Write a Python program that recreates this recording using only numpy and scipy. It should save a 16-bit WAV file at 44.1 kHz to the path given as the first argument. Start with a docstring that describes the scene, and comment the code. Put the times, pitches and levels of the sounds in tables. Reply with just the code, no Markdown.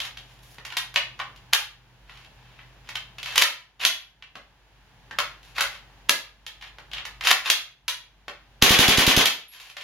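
"""A gas blowback toy rifle in a small room: knocks, palm slaps, catches, sling rustle, the bolt drawn and let go.
Then it fires one burst of seven; each cycle is a bolt slam, a puff of gas and the bolt hitting its rear stop.
Every contact is a short spray of noise coloured by the parts that meet, and ringing tones follow it.
Soft air noise and a faint hum lie under it all.
The recorder's gain control ducks at loud cracks and recovers slowly."""
import sys
import numpy as np
from scipy import signal
from scipy.fft import rfft, irfft, next_fast_len
from scipy.io import wavfile
from scipy.ndimage import uniform_filter1d

SR = 44100
rng = np.random.default_rng(int(sys.argv[2]) if len(sys.argv) > 2 else 0)


def master(y):
    """Save y as 16-bit WAV."""
    cut = np.clip(np.atleast_2d(y).T, -1, 1)
    pcm = np.round(cut * 32767)  # scale
    wavfile.write(sys.argv[1], SR, pcm.astype(np.int16))


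N = 433503
TIME = np.arange(N) / SR  # [s]

# Hands and sling rub over the rifle: (start [s], end [s], level [dB], bright edge [dB])
RUBS = [(0, .08, -36, -15.5), (0.184, 0.404, -59.5, -10.5), (0.403, .566, -59.5, -1),
        (.64, .767, -53.5, -16), (2.05, 2.25, -50, -21), (2.321, 2.726, -57.5, -29),
        (2.83, 2.95, -53, -22.5), (4.62, 5.08, -79, -23), (5.419, 5.541, -54.5, -12.5),
        (5.541, 5.66, -30, -20), (5.68, 5.8, -46.5, -20), (6.601, 6.7, -42.5, -24.5),
        (6.922, 7.03, -40, -30), (9.489, 9.71, -31.5, -14), (9.768, 9.87, -29, -20)]
# Hard parts knock together: (time [s], level [dB], resonance of the part [Hz], bright edge [dB])
KNOCKS = [(0.002, 9, 3300, -19), (0.171, -1, 3200, -21), (0.65, 2.5, 2000, -15.5), (0.702, -2, 2920, -28),
          (0.722, 1.5, 1500, -24.5), (0.941, -3.5, 1500, -10), (0.959, 22, 2600, -27),
          (1.191, 0.5, 1340, -23), (1.199, 7.5, 1060, -31.5), (1.36, -13.5, 2987, -16),
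          (2.095, -5.5, 1810, -36), (2.59, -8, 2030, -58), (2.889, 3, 2180, -19), (2.954, 10, 3100, -22),
          (3.183, 1, 2640, -21), (3.229, 4.5, 3270, -18), (3.258, 5, 2210, -17.5), (3.801, 10, 2920, -38),
          (4.223, 5, 2700, -33.5), (5.186, 17, 1280, -17), (5.582, 12.5, 1360, -22),
          (5.607, 17.5, 1500, -12), (6.464, 7.5, 3340, -16.5), (6.624, 1, 2000, -27),
          (6.914, -3, 3300, -25), (6.933, 7, 3180, -24), (6.982, 6, 3130, -35.5), (7.052, 4, 2050, -16),
          (7.209, 6, 1940, -23.5), (9.767, 14, 1970, -21)]
# A palm lands on the body: (time [s], level [dB], resonance of the part [Hz], its strength [dB])
SLAPS = [(0.583, -6.5, 1860, 6.5), (4.354, 5, 1300, 5), (5.11, -2, 1657, 14), (6.784, -5, 1510, 4),
         (8.281, 9, 1600, 3.5)]
# A sprung catch snaps: (time [s], level [dB])
CATCHES = [(0.768, 14), (7.88, 24.5)]
# A part is pushed home and latches:
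# (time [s], level [dB], resonance of the part [Hz], thud [dB], hollow ring [dB])
LATCHES = [(1.533, 27.5, 3250, -29.5, 0), (6.094, 30, 1670, -12, -5)]
# The bolt is drawn back: (starts to move [s], hits the rear stop [s], level of the stop [dB],
# level of riding over the hammer [dB], hollow ring [dB], final level of the scrape [dB])
BOLT_PULLS = [(3.235, 3.4216, 36, 29.5, -4.5, -24), (7.224, 7.314, 32.5, 20, 0, -14)]
# Other contacts in every pull, ending with the stop:
# (time before the stop [s], level against the stop [dB], chatter time [s])
PULL_CONTACTS = [(.065, -21, .004), (.008, -11, 0.0049), (0.0016, 0, 0.0031)]
# The bolt runs forward and snaps home without a shot: (time [s], level [dB])
BOLT_HOME = [(3.85, 35.5), (7.5, 37), (9.2558, 39.5)]
# Automatic fire: (bolt slams shut [s], gas valve opens [s], level [dB])
SHOTS = [(8.6232, 8.6265, 48), (8.693, 8.707, 45.5), (8.788, 8.793, 49), (8.879, 8.886, 45),
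         (8.973, 8.983, 43), (9.065, 9.078, 42.5), (9.164, 9.175, 41.5)]

# Colour shared by every contact and rub: (frequency [Hz], level [dB])
RIFLE_COLOUR = [(40, -20), (130, -8), (250, -5), (400, -4), (570, -4.5), (800, -4.5), (1200, -5),
                (1700, -3.5), (3300, -1.5), (4400, -1), (5500, -2.5), (7000, -2.5), (12500, -3.5),
                (16000, -16)]
# Ringing tones of the receiver, catch and bolt: (frequency [Hz], level [dB], time to fall 60 dB [s])
RECEIVER_TONES = [(577, -57, 0.25), (1250, -58.5, 0.15), (1670, -55, 0.061), (2770, -56, 0.039)]
CATCH_TONES = [(1011, -48, 0.086), (1890, -45, .09), (2260, -59, .08), (3680, -54, 0.17),
               (4420, -50, 0.069), (6126, -46, 0.13), (9470, -59, .16), (10700, -45, .12)]
BOLT_TONES = [(2930, -51, 0.082), (3400, -54, 0.25), (3370, -59, 0.25), (6200, -50.5, 0.21),
              (11300, -57.5, 0.32), (13000, -49, .18)]

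# How long the room rings: (frequency [Hz], time to fall 60 dB [s])
ROOM_T60 = [(60, 0.39), (200, 0.33), (530, 0.32), (1390, 0.34), (3680, 0.33), (9700, .24), (16000, 0.25)]
# How loud the room answers: (frequency [Hz], level [dB])
ROOM_DB = [(60, -6.5), (250, 4.5), (1000, 4.5), (3000, 3.5), (6000, 3), (12000, 3)]
# How alike diffuse sound is on the two sides: (frequency [Hz], likeness [1 = same, 0 = unrelated])
LIKENESS = [(60, 0.83), (240, 0.7), (500, .78), (1000, 0.8), (2000, 0.42), (4000, -0.14), (12000, 0.0068)]
# Colour of the air noise: (frequency [Hz], relative level [dB])
AIR = [(25, -23), (50, -5), (80, -9), (125, -5.5), (200, -14.5), (400, -18.5), (620, -18.5), (850, -14),
       (1250, -20.5), (1650, -17), (2200, -20.5), (3000, -19.5), (5000, -27.5), (9000, -35.5),
       (15000, -41.5)]
# Hum tones: (frequency [Hz], early peak level [dB], late peak level [dB])
HUM = [(49.2, -55, -53), (123.4, -56, -62)]
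# The hum moves from its early to its late levels between these times: (start [s], end [s])
HUM_SETTLES_S = (3.2, 4.5)

PLACES = 5  # positions from which the rifle's parts sound into the room

# Knocks are brief and thin; the lower the part's resonance, the hollower it sounds
KNOCK_CHATTER_S, KNOCK_THUD_DB = 0.0024, -24.5
HOLLOW_DB, HOLLOW_DB_PER_OCTAVE, SMALL_PART_HZ = -6.5, 8.5, 3000
RATTLE_DB, RATTLE_SPREAD_DB = 37, 1  # level against the rub, and its spread either way
LATCH_SLIDE_S, LATCH_SLIDE_DB = 0.0075, -21  # it scrapes for this long before and after
HAMMER_LEAD_S = 0.0435  # the bolt rides over the hammer this long before the stop
PULL_SWELL_DB, RAIL_EDGE_DB = 14, -20  # the scrape on the rails grows as the spring tightens
# Run home: its length, its scrape against the snap, and how much the scrape grows with speed
RETURN_S, RETURN_SCRAPE_DB, RETURN_SWELL_DB = 0.06, -47, 11
FIRST_RUN_S, FIRST_RUN_DB = 0.0096, -16.5  # the short, loud scrape each side of the first slam
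PING_S, PING_HZ, PING_DB, PING_T60_S = 9.482, 11300, -35, 0.22


def from_db(db):
    """Turn decibels into a multiplier."""
    return 10 ** (np.asarray(db) / 20)


def at_hz(points, hz):
    """Read a table on a log-frequency axis."""
    f, value = np.transpose(points)
    return np.interp(np.log(np.maximum(hz, 1)), np.log(f), value)


def butter(x, hz, kind, order=2):
    """Filter with a smooth Butterworth slope."""
    return signal.sosfilt(signal.butter(order, hz, kind, fs=SR, output="sos"), x)


def add(out, s, sound):
    """Mix a sound in at time s."""
    i = max(round(s * SR), 0)
    out[i:i + len(sound)] += sound[:max(N - i, 0)]


def causal(gain):
    """The minimum-phase response with these gains: nothing sounds before its cause."""
    cepstrum = irfft(np.log(gain + 1e-9))
    half = len(cepstrum) // 2
    cepstrum[1:half] *= 2
    cepstrum[half + 1:] = 0
    return np.exp(rfft(cepstrum))


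def stereo_noise(size):
    """Spectra of diffuse noise: the sides are much alike in lows and mids, unlike in the treble."""
    hz = np.fft.rfftfreq(size, 1 / SR)
    alike = np.clip(at_hz(LIKENESS, hz), -0.99, 0.99)
    mid, side = rfft(rng.standard_normal((2, size)))
    opposite = [[1], [-1]]
    return hz, np.sqrt((1 + alike) / 2) * mid + np.sqrt((1 - alike) / 2) * side * opposite


def background(air_db=-55, waver_db=2.8):
    """Soft air noise and a wavering appliance hum: its upper tone settles lower, its lower one rises."""
    hz, noise = stereo_noise(2 * next_fast_len(N // 2 + 1))
    air = irfft(noise * from_db(at_hz(AIR, hz)))[:, :N]
    out = from_db(air_db) * air / air.std()
    for line_hz, early_db, late_db in HUM:
        waver = np.interp(TIME, np.linspace(0, TIME[-1], 160), rng.standard_normal(160))
        db = np.interp(TIME, HUM_SETTLES_S, [early_db, late_db]) + waver_db * waver
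        out = out + from_db(db) * np.sin(2 * np.pi * line_hz * TIME)
    return out


def touch_db(thud_db, hollow_db, edge_db, hz):
    """Palms give a thud, hollow plastic a knock, hard corners a bright edge."""
    return at_hz([(260, thud_db), (1000, hollow_db), (3000, 0), (11000, edge_db)], hz)


def contact(thud_db, hollow_db, edge_db, chatter_s, part_hz, part_db=2.5, part_width=0.11, size=4096):
    """Loose parts meet in a dying spray of micro-impacts, coloured by the resonance of the part touched."""
    t, hz = np.arange(size) / SR, np.fft.rfftfreq(size, 1 / SR)
    density = (1 - np.exp(-t / 0.002)) * np.exp(-t / chatter_s)
    uneven = from_db(2.5 * rng.standard_normal(size))
    spray = rfft(rng.standard_normal(size) * uneven * density)
    # even out the spray's own spectrum, so that the colour below decides it
    spray *= causal(uniform_filter1d(np.abs(spray) ** 2, size=36) ** -0.5)
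    resonance_db = part_db / (1 + ((hz / part_hz - 1) / part_width) ** 2)
    colour_db = touch_db(thud_db, hollow_db, edge_db, hz) + at_hz(RIFLE_COLOUR, hz) + resonance_db - 2.0
    return irfft(spray * causal(from_db(colour_db))) * np.linspace(1, 0, size)


def slide(length_s, db, edge_db, swell_db=0, grain_db=4):
    """Rubbing is a grainy hiss that swells and fades with the movement."""
    size = max(int(length_s * SR), 64)
    steps = np.arange(0, size, 100)
    grip = np.interp(np.arange(size), steps, rng.standard_normal(len(steps)))
    loudness = from_db(grain_db * grip + np.linspace(-swell_db, 0, size))
    grains = rng.standard_normal(size) * loudness * signal.windows.tukey(size, 0.5)
    touch = contact(thud_db=-23.5, hollow_db=-2.5, edge_db=edge_db, chatter_s=0.00019, part_hz=2600)
    return from_db(db + 4) * signal.fftconvolve(grains, touch)


def rubs(out):
    """Hands and sling rub over the rifle."""
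    for start, end, db, edge_db in RUBS:
        add(out, start, slide(end - start, db, edge_db))


def blow(s, db, thud_db, hollow_db, edge_db, chatter_s, part_hz, part_db=4):
    """One blow: when, how hard, its colour, how long it chatters, which part and how much that resonates."""
    return s, db, thud_db, hollow_db, edge_db, chatter_s, part_hz, part_db


def blows(rows, tones, spread_db, size=16384):
    """Each blow is a contact plus ringing tones; the rifle moves, so they come from several places in turn."""
    out, t = np.zeros((PLACES, N)), np.arange(size) / SR
    hz, tone_db, t60 = np.transpose(tones)
    fades = from_db(-60 * t / t60[:, None])
    for k, (s, db, thud_db, hollow_db, edge_db, chatter_s, part_hz, part_db) in enumerate(rows):
        place = out[k % PLACES]
        add(place, s, from_db(db) * contact(thud_db, hollow_db, edge_db, chatter_s, part_hz, part_db))
        # the grip shifts each tone's strength and pitch a little
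        luck, detune = rng.standard_normal((2, len(hz)))
        strength = from_db(db + tone_db + touch_db(thud_db, hollow_db, edge_db, hz) + spread_db * luck)
        shifted_hz = hz * (1 + 0.0047 * detune)
        rings = fades * np.sin(2 * np.pi * shifted_hz[:, None] * t)
        add(place, s, (strength * rng.choice([-1, 1], len(hz))) @ rings)
    return out


def knock(s, db, part_hz, edge_db):
    """The blow of one hard part on another."""
    hollow_db = HOLLOW_DB + HOLLOW_DB_PER_OCTAVE * np.log2(SMALL_PART_HZ / part_hz)
    return blow(s, db, KNOCK_THUD_DB, hollow_db, edge_db, KNOCK_CHATTER_S, part_hz, part_db=5.0)


def rattles(low_hz=1800, high_hz=3700, count=2):
    """Each rub shakes a couple of loose fittings, which tick at random moments."""
    rows = []
    for start, end, db, edge_db in RUBS:
        for when, pitch, luck in rng.random((count, 3)):
            s = start + when * (end - start)
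            level_db = db + RATTLE_DB + RATTLE_SPREAD_DB * (2 * luck - 1)
            rows.append(knock(s, level_db, low_hz * (high_hz / low_hz) ** pitch, edge_db))
    return rows


def palm_slaps():
    """A soft palm on the body gives much thud and little bright edge."""
    return [blow(s, db, thud_db=-1.5, hollow_db=3, edge_db=-24.5, chatter_s=0.0019, part_hz=hz, part_db=part_db)
            for s, db, hz, part_db in SLAPS]


def catch_snaps():
    """A sprung catch snaps with hardly any thud."""
    return [blow(s, db, thud_db=-33, hollow_db=-3.0, edge_db=-12.5, chatter_s=0.0036, part_hz=3510, part_db=4.5)
            for s, db in CATCHES]


def latches():
    """A part stops with a bright click as it latches."""
    return [blow(s, db, thud_db, hollow_db, edge_db=-9.5, chatter_s=0.0022, part_hz=hz)
            for s, db, hz, thud_db, hollow_db in LATCHES]


def latch_scrapes(out):
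    """The latching part scrapes into place."""
    for s, *_ in LATCHES:
        add(out, s - LATCH_SLIDE_S, slide(2 * LATCH_SLIDE_S, LATCH_SLIDE_DB, edge_db=-18.5))


def pulls():
    """Drawn back by hand, the bolt jolts loose, cocks the hammer and hits its rear stop."""
    rows = []
    for _, stop, db, hammer_db, hollow_db, _ in BOLT_PULLS:
        rows.append(blow(stop - HAMMER_LEAD_S, hammer_db, thud_db=-26.5, hollow_db=hollow_db,
                         edge_db=-12, chatter_s=0.003, part_hz=2900))
        for lead_s, step_db, chatter_s in PULL_CONTACTS:
            rows.append(blow(stop - lead_s, db + step_db, thud_db=-22, hollow_db=hollow_db,
                             edge_db=-13.5, chatter_s=chatter_s, part_hz=1910))
    return rows


def rail_scrapes(out):
    """The bolt scrapes along its rails, both drawn back and running forward."""
    for start, stop, *_, db in BOLT_PULLS:
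        add(out, start, slide(stop - start, db, RAIL_EDGE_DB, PULL_SWELL_DB))
    for s, db in BOLT_HOME:
        add(out, s - RETURN_S, slide(RETURN_S, db + RETURN_SCRAPE_DB, RAIL_EDGE_DB, RETURN_SWELL_DB))
    # the first shot of the burst also starts with the bolt running forward
    add(out, SHOTS[0][0] - FIRST_RUN_S, slide(2 * FIRST_RUN_S, FIRST_RUN_DB, RAIL_EDGE_DB))


def handling():
    """Knocks, slaps, latches and bolt pulls ring the receiver; the catches have a ring of their own."""
    rows = [knock(*row) for row in KNOCKS] + palm_slaps() + latches() + pulls() + rattles()
    return blows(rows, RECEIVER_TONES, spread_db=3) + blows(catch_snaps(), CATCH_TONES, spread_db=2)


def action(recoil_s=0.033, slam_db=-2, gas_db=-2, stop_db=-3):
    """Per shot the bolt slams shut, gas jets out and the bolt flies back to its stop; it also snaps home unfired."""
    rows = []
    for shut, valve, db in SHOTS:
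        rows.append(blow(shut, db + slam_db, thud_db=-13, hollow_db=-5,
                         edge_db=-10, chatter_s=0.0037, part_hz=3570))
        # the jet is a longer, fuller spray
        rows.append(blow(valve + 0.003, db + gas_db, thud_db=-4, hollow_db=1,
                         edge_db=-11, chatter_s=0.02, part_hz=3100))
        rows.append(blow(valve + recoil_s, db + stop_db, thud_db=-6, hollow_db=-1.5,
                         edge_db=-18.5, chatter_s=0.0057, part_hz=2350))
    for s, db in BOLT_HOME:
        rows.append(blow(s, db, thud_db=-24, hollow_db=-7.5, edge_db=-12.5, chatter_s=0.0021, part_hz=3370))
    return blows(rows, BOLT_TONES, spread_db=2.5)


def puffs(width_s=0.0024, puff_db=-27):
    """Gas leaves the muzzle as one rounded pressure pulse that rises faster than it falls."""
    out, phase = np.zeros(N), np.minimum(np.arange(1024) / SR / width_s, 1)
    pulse = -np.sin(np.pi * phase ** (2 / np.e)) ** 2
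    for _, valve, db in SHOTS:
        add(out, valve, from_db(db + puff_db) * pulse)
    return out


def ping():
    """A small spring pings once after the burst: one thin, quickly dying tone."""
    t = np.maximum(TIME - PING_S, 0)
    return from_db(PING_DB - 60 * t / PING_T60_S) * np.sin(2 * np.pi * PING_HZ * t)


def room(places, build_s=0.006, wall_s=0.015, wall_db=4, near=0.98, size=24576):
    """Each place has its own path: direct sound, scatter from the shooter, then a tail that dies by band."""
    t, hz = np.arange(size) / SR, np.fft.rfftfreq(size, 1 / SR)
    # the tail builds up, with a brief bump for a wall
    swell = (1 - np.exp(-(t / build_s) ** 2)) * from_db(wall_db * np.exp(-((t - wall_s) / 0.0021) ** 2))
    scatter = near * np.exp(-t / 0.0039)
    centres = np.geomspace(200, 16000, 7)
    fades = (swell + scatter) * from_db(-60 * t / at_hz(ROOM_T60, centres)[:, None])
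    fades /= np.linalg.norm(fades, axis=1, keepdims=True)
    # overlapping frequency bands, each with its own fade
    shares = np.array([at_hz(np.c_[centres, share], hz) for share in np.eye(len(centres))])
    bands = shares * from_db(at_hz(ROOM_DB, hz))
    out = 0
    for k, x in enumerate(places):
        _, noise = stereo_noise(size)
        path = np.sum(irfft(noise[:, None] * bands) * fades, axis=1)
        # from two off-centre places the direct sound reaches one microphone a sample late
        path[0, int(k == 1)] += 1
        path[1, int(k == 2)] += 1
        out = out + signal.oaconvolve(x[None], path, axes=1)[:, :N]
    return out


def scene(puff_room_db=-12, puff_direct_db=-2, puff_pan_db=4.0):
    """The rifle sounds into the room, over air noise and hum."""
    places = handling() + action()
    scrapes = np.zeros(N)
    rubs(scrapes)
    latch_scrapes(scrapes)
    rail_scrapes(scrapes)
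    gas = puffs()
    places[-1] += scrapes + ping() + from_db(puff_room_db) * gas
    # part of each puff blows straight onto the microphones, more on the right
    direct_gas = gas * from_db(puff_direct_db + puff_pan_db * np.array([[-1], [1]]))
    return room(places) + direct_gas + background()


def gain_control(x, limit_db=-12.0, release_db_per_s=10, attack_s=0.0017):
    """Loud sound pulls the gain down within milliseconds; it then creeps back at a steady rate."""
    power = uniform_filter1d(np.mean(x ** 2, axis=0), size=130)
    level_db = 10 * np.log10(np.maximum(power, 1e-12))
    # a running maximum against a rising ramp lets the cut shrink steadily after each peak
    ramp = release_db_per_s * TIME
    cut_db = np.maximum.accumulate(np.maximum(level_db - limit_db, 0) + ramp) - ramp
    r = np.exp(-1 / (attack_s * SR))
    return x * from_db(-signal.lfilter([1 - r], [1, -r], cut_db))


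def record(dry, overload=3.5, low_cut_hz=25, notch_hz=8200, notch_width_hz=850, silent_above_hz=16600):
    """The microphone overloads and sheds deep bass; then gain control, a notch, clipping and the top cut."""
    overloaded = overload * np.tanh(dry / overload)
    x = gain_control(butter(overloaded, low_cut_hz, "high", order=1))
    b, a = signal.iirnotch(notch_hz, notch_hz / notch_width_hz, fs=SR)
    # the notch is applied twice
    x = signal.lfilter(b, a, signal.lfilter(b, a, x))
    x = np.clip(x, -1, 1)
    # 60 dB down from silent_above_hz upwards
    return signal.sosfilt(signal.cheby2(16, 60, silent_above_hz, fs=SR, output="sos"), x)


dry = scene()
out = record(dry)
master(out)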